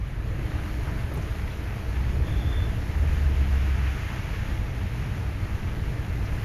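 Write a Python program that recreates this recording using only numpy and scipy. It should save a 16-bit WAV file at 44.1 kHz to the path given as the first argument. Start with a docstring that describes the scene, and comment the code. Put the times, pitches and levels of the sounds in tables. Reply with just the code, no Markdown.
"""A low road rumble, heard from behind the windscreen of a car on a flooded street in heavy rain.
Tyres wash through standing water, drops patter on roof and glass, and a scooter drones just ahead.
Bumps thud in the panels and rattle the trim, a wet brake squeals briefly, and an oncoming lorry
throws up spray about five metres off. The engine booms as its pulls excite the air in the cabin."""
import sys
import numpy as np
from scipy import signal
from scipy.fft import rfft, irfft, next_fast_len
from scipy.io import wavfile
from scipy.ndimage import uniform_filter1d, map_coordinates

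SR = 44100
rng = np.random.default_rng(int(sys.argv[2]) if len(sys.argv) > 2 else 0)


def pcm_store(signal):
    """Save signal as 16-bit PCM."""
    levels = np.round(np.clip(np.atleast_2d(signal), -1, 1) * 32767)
    wavfile.write(sys.argv[1], SR, levels.astype(np.int16).T)


N = 284385

# Road noise through suspension, wheels and body panels: frequency_hz, relative_db
SUSPENSION_SPECTRUM = [(12, -13), (24, -3.5), (38, -4.5), (50, 1.5), (62, 4), (80, -9.5), (110, -42),
                       (200, -70)]
WHEEL_SPECTRUM = [(45, -27), (70, -3), (88, 3.5), (125, -1.5), (155, -10), (200, -23), (350, -57)]
BODY_SPECTRUM = [(110, -34), (165, -1), (200, -0.5), (255, -6), (298, -1.5), (370, -8.5), (425, -6.5),
                 (520, -11), (660, -14), (900, -26.5), (2000, -50)]
# Rougher and smoother stretches of road: start_s, end_s, rumble_change_db, thrum_change_db
ROAD_STRETCHES = [(.15, .7, 2.5, 3.5), (.72, 1.35, .5, 2.5), (1.98, 2.906, 4.5, 4.5), (2.828, 3.6, 4, -0.2),
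                  (3.7, 4.42, -2, -0.5), (4.3, 4.9, 2.5, -0.5), (4.55, 5.5, -2.5, 1.4), (5.6, 6.7, 1, .5)]
# Strength of the rain and road water: time_s, level_db
WATER_STRENGTH = [(0.0, -65.5), (0.63, -57.5), (1.8, -58.5), (2.39, -58), (2.82, -57.5), (4.13, -57),
                  (4.72, -59), (6.21, -59), (6.45, -55.5)]
# Tyre wash, rain on the car and the lorry's spray: frequency_hz, relative_db
WASH_SPECTRUM = [(320, -14), (550, -14.5), (644, 0), (755, -4), (846, -1), (1090, -4.5), (1270, -2),
                 (1380, -4.5), (1590, -2), (2000, -3), (2700, -7.5), (3640, -15), (4500, -17), (5850, -37),
                 (9900, -120)]
RAIN_SPECTRUM = [(2500, -38), (4000, -10), (5000, 1), (6700, 1), (9000, -6), (11500, -0.5), (13200, -6),
                 (13900, -11), (14400, -24)]
SPRAY_SPECTRUM = [(600, -39), (1200, -3.5), (2200, 1.5), (3000, -2.5), (4000, -17), (7000, -13)]
# Puddles under the wheels: start_s, level_db, centre_hz
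PUDDLES = [(.58, -40, 1600), (.868, -36.5, 1040), (1.95, -44, 2000), (2.08, -43, 2000),
           (3.858, -36.5, 1800), (4.33, -39, 1500), (5.672, -40.5, 1800), (6.27, -43, 2000)]
# Ticks of loose trim and fat drops: start_s, level_db, centre_hz
TRIM_AND_DROP_TICKS = [(1.136, -40.5, 12000), (1.169, -43, 7400), (1.22, -46, 6000), (1.5, -42, 3550),
                       (3.51, -51, 9300), (6.252, -45, 5010)]
# Bumps that shake the body: start_s, level_db, t60_s
ROAD_BUMPS = [(.87, -36, 0.23), (.915, -32, .1), (1.112, -29, .12), (1.168, -22.5, .12), (2.19, -39, 0.38),
              (2.275, -31, 0.18), (3.035, -30, 0.14)]
# Thud of the jolted panels: frequency_hz, relative_db
THUD_SPECTRUM = [(70, -25), (150, 15), (230, -5.5), (400, 0.5), (700, -11), (1150, -13), (1600, -23),
                 (5000, -40)]
# Brake disc modes as the pad presses harder: pitch_hz, width_hz, relative_db, growth_db_per_s
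DISC_MODES = [(3285, 70, 0, -9), (3490, 39, -7.5, 36), (3560, 34, -3.5, 16)]
# Engine orders: multiple_of_firing_rate, relative_db
ENGINE_ORDERS = [(.5, -16), (1, 3), (2, -19), (3, -22.5)]
# Engine under load: start_s, end_s, first_firing_hz, target_firing_hz, gain_at_resonance_db
ENGINE_PULLS = [(1.862, 2.3, 60.9, 78.5, -26), (2.2, 2.8, 55.9, 65.5, -32),
                (2.83, 4.053, 79.97, 63.87, -23)]


def clock():
    """The time of each sample in seconds."""
    return np.arange(N) / SR


def amp(db):
    """Decibels to gain."""
    return 10 ** (np.asarray(db) / 20)


def unit(x):
    """Scale to rms 1."""
    return x / np.sqrt(np.mean(x ** 2) + 1e-20)


def white():
    """Fresh white noise."""
    return rng.standard_normal(N)


def wobble(per_s):
    """A smooth random curve with per_s knots a second."""
    knots = rng.standard_normal(int(N * per_s / SR) + 4)
    return map_coordinates(knots, [np.arange(N) * per_s / SR])


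def held(start_s, end_s, attack_s, release_s):
    """Envelope that rises from start_s, holds at 1 and has fallen to 0 by end_s."""
    t = clock()
    return np.clip(np.minimum((t - start_s) / attack_s, (end_s - t) / release_s), 0, 1)


def blow(start_s, t60_s, attack_s):
    """Envelope of a blow: a quick rise and an exponential decay."""
    age_s = np.maximum(clock() - start_s, 0)
    return (1 - np.exp(-age_s / attack_s)) * amp(-60 * age_s / t60_s)


def filtered(x, response):
    """x through a filter whose gain is response(hz)."""
    size = next_fast_len(N + SR // 2)
    hz = np.fft.rfftfreq(size, 1 / SR) + 1e-3
    return irfft(rfft(x, size) * response(hz), size)[:N]


def coloured(x, spectrum):
    """x shaped by a spectrum table and cut off beyond its ends, at rms 1."""
    knots_hz, knots_db = np.transpose(spectrum)
    gain = lambda hz: amp(np.interp(np.log(hz), np.log(knots_hz), knots_db, left=-np.inf, right=-np.inf))
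    return unit(filtered(x, gain))


def band(centre_hz, octaves):
    """Noise of rms 1 in a bell-shaped band."""
    return unit(filtered(white(), lambda hz: np.exp(-.5 * (np.log2(hz / centre_hz) / octaves) ** 2)))


def steadied(x, seconds):
    """x with its slow chance swells evened out."""
    power = uniform_filter1d(x ** 2, max(int(seconds * SR), 2))
    return x / np.sqrt(np.abs(power) + 1e-9)


def patchy(depth_db):
    """Noise with patches of random gain in time and frequency."""
    frames = signal.stft(white(), nperseg=512)[2]
    patches = uniform_filter1d(rng.standard_normal(frames.shape), size=6, axis=0)
    patches = unit(uniform_filter1d(patches, size=12, axis=1))
    return unit(signal.istft(frames * amp(depth_db * patches), nperseg=512)[1][:N])


def drops(per_s, spread_db):
    """Random impacts: many small ones and a few large."""
    sizes = amp(spread_db * np.minimum(rng.exponential(size=N), 4))
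    hits = rng.random(N) < per_s / SR
    return unit(hits * sizes * np.sign(white()))


def road():
    """Underfoot, the road shakes suspension, wheels and panels and rings the air in the tyres."""
    t = clock()
    on_stretch = [held(start, end, attack_s=.18, release_s=.19) for start, end, _, _ in ROAD_STRETCHES]
    rumble_change_db, thrum_change_db = np.transpose(ROAD_STRETCHES)[2:] @ np.array(on_stretch)
    fade_in_db = -4.5 * np.maximum(1 - t / .43, 0)  # the low-mid drone of the panels fades in at the start
    body_db = -42 + .34 * rumble_change_db + .28 * thrum_change_db + fade_in_db
    thrum_db = -35 + thrum_change_db + .68 * t  # the wheels grow louder as the car goes on
    rumble = amp(-31.5 + rumble_change_db) * steadied(coloured(white(), SUSPENSION_SPECTRUM), .127)
    thrum = amp(thrum_db) * steadied(coloured(white(), WHEEL_SPECTRUM), seconds=.2)
    body = amp(body_db) * steadied(coloured(white(), BODY_SPECTRUM), seconds=.22)
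    tyre_ring = amp(-55.5 + 1.5 * t) * steadied(band(centre_hz=194, octaves=.11), seconds=.2)
    return rumble + thrum + body + tyre_ring


def rain(water_db, flurry):
    """Small drops fizz on the roof and glass, close to the microphone."""
    patter = patchy(depth_db=.96) + .3 * drops(per_s=1400, spread_db=3)
    return amp(water_db + 1.5 + .55 * flurry) * coloured(patter, RAIN_SPECTRUM)


def tyre_wash(water_db, flurry, lorry_near):
    """Tyres cut through standing water, louder with more water and with the lorry alongside."""
    level_db = -44 + .73 * (water_db - water_db.mean()) + 1.13 * lorry_near + .51 * flurry
    slosh = patchy(depth_db=1) + .38 * drops(per_s=900, spread_db=5.5)
    return amp(level_db) * coloured(slosh, WASH_SPECTRUM)


def lorry_nearness(pass_s=4.03, distance_m=5.2, closing_m_per_s=6.8):
    """Inverse-square nearness of the oncoming lorry: 1 when it is alongside."""
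    return 1 / (1 + (closing_m_per_s * (clock() - pass_s) / distance_m) ** 2)


def lorry_spray(lorry_near):
    """Water thrown up by the lorry hisses in and out as it passes."""
    return amp(-47) * lorry_near * coloured(patchy(depth_db=.4), SPRAY_SPECTRUM)


def scooter():
    """A scooter cuts in just ahead and draws away, droning dully through the glass."""
    presence = held(start_s=.16, end_s=1.37, attack_s=.25, release_s=.6)
    return amp(-47) * presence * steadied(band(centre_hz=304, octaves=.095), seconds=.079)


def ticks():
    """Loose trim and fat drops tick softly in the treble."""
    return sum(amp(db) * blow(start, t60_s=.065, attack_s=.0058) * band(hz, octaves=.3)
               for start, db, hz in TRIM_AND_DROP_TICKS)


def splashes():
    """Each puddle bursts under the wheels in a short, broad splash."""
    return sum(amp(db) * blow(start, t60_s=.2, attack_s=.0047) * band(hz, octaves=.58)
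               for start, db, hz in PUDDLES)


def bumps():
    """Bumps jolt the body and thud in the panels around the microphone."""
    jolts = sum(amp(db) * blow(start, t60_s, attack_s=.004) for start, db, t60_s in ROAD_BUMPS)
    return jolts * steadied(coloured(white(), THUD_SPECTRUM), seconds=.04)


def brake(on_s=2.21, off_s=2.716):
    """A wet pad rubs its disc in a rough squeal that shifts from the low mode to a close, beating pair."""
    pressed_s = np.clip(clock(), on_s, off_s) - on_s
    squeal = np.zeros(N)
    for pitch_hz, width_hz, db, growth_db_per_s in DISC_MODES:
        ring = filtered(white(), lambda hz: 1 / (1 + (2 * (hz - pitch_hz) / width_hz) ** 2))
        squeal += amp(db + growth_db_per_s * pressed_s) * steadied(ring, seconds=.055)
    return amp(-55.5) * held(on_s, off_s, attack_s=.06, release_s=.12) * squeal


def firing(rate_hz):
    """The lowest engine orders at a firing rate; the revs and the level waver a little."""
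    cycles = np.cumsum(rate_hz * (1 + .004 * wobble(per_s=12))) / SR
    waver = amp(.6 * wobble(per_s=12))
    return waver * sum(amp(db) * np.sin(2 * np.pi * (order * cycles + rng.random()))
                       for order, db in ENGINE_ORDERS)


def engine(idle_hz=57.56, settle_s=.55, cabin_hz=69.1, cabin_width_hz=16):
    """The engine hums off load; in each pull the revs glide and boom near the cabin's air resonance."""
    hum = amp(-40.5) * firing(idle_hz)
    for start, end, first_hz, target_hz, db in ENGINE_PULLS:
        age_s = np.maximum(clock() - start, 0)
        rate_hz = target_hz + (first_hz - target_hz) * np.exp(-age_s / settle_s)
        boom = 1 / np.hypot(1, 2 * (rate_hz - cabin_hz) / cabin_width_hz)
        load = held(start, end, attack_s=.12, release_s=.19)
        hum += amp(db) * boom * load * firing(rate_hz)
    return hum


def scene():
    """Everything as heard from one spot behind the windscreen."""
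    drone = road() + engine() + scooter()
    water_db = np.interp(clock(), *np.transpose(WATER_STRENGTH))
    flurry = wobble(per_s=18)  # water arrives in uneven sheets
    lorry_near = lorry_nearness()
    water = tyre_wash(water_db, flurry, lorry_near) + rain(water_db, flurry) + lorry_spray(lorry_near)
    return (drone + water + brake() + bumps() + splashes() + ticks())[None]


def record(dry):
    """A mono microphone with a deep notch in the treble and a steep band limit."""
    notch_hz, width_hz, depth_db, top_hz = 7950, 430, -17, 14400
    notch = lambda hz: amp(depth_db / (1 + ((hz - notch_hz) / width_hz) ** 2 / 2) ** 2)
    return filtered(dry[0], lambda hz: notch(hz) * (hz < top_hz))[None]


dry = scene()
out = record(dry)
pcm_store(out)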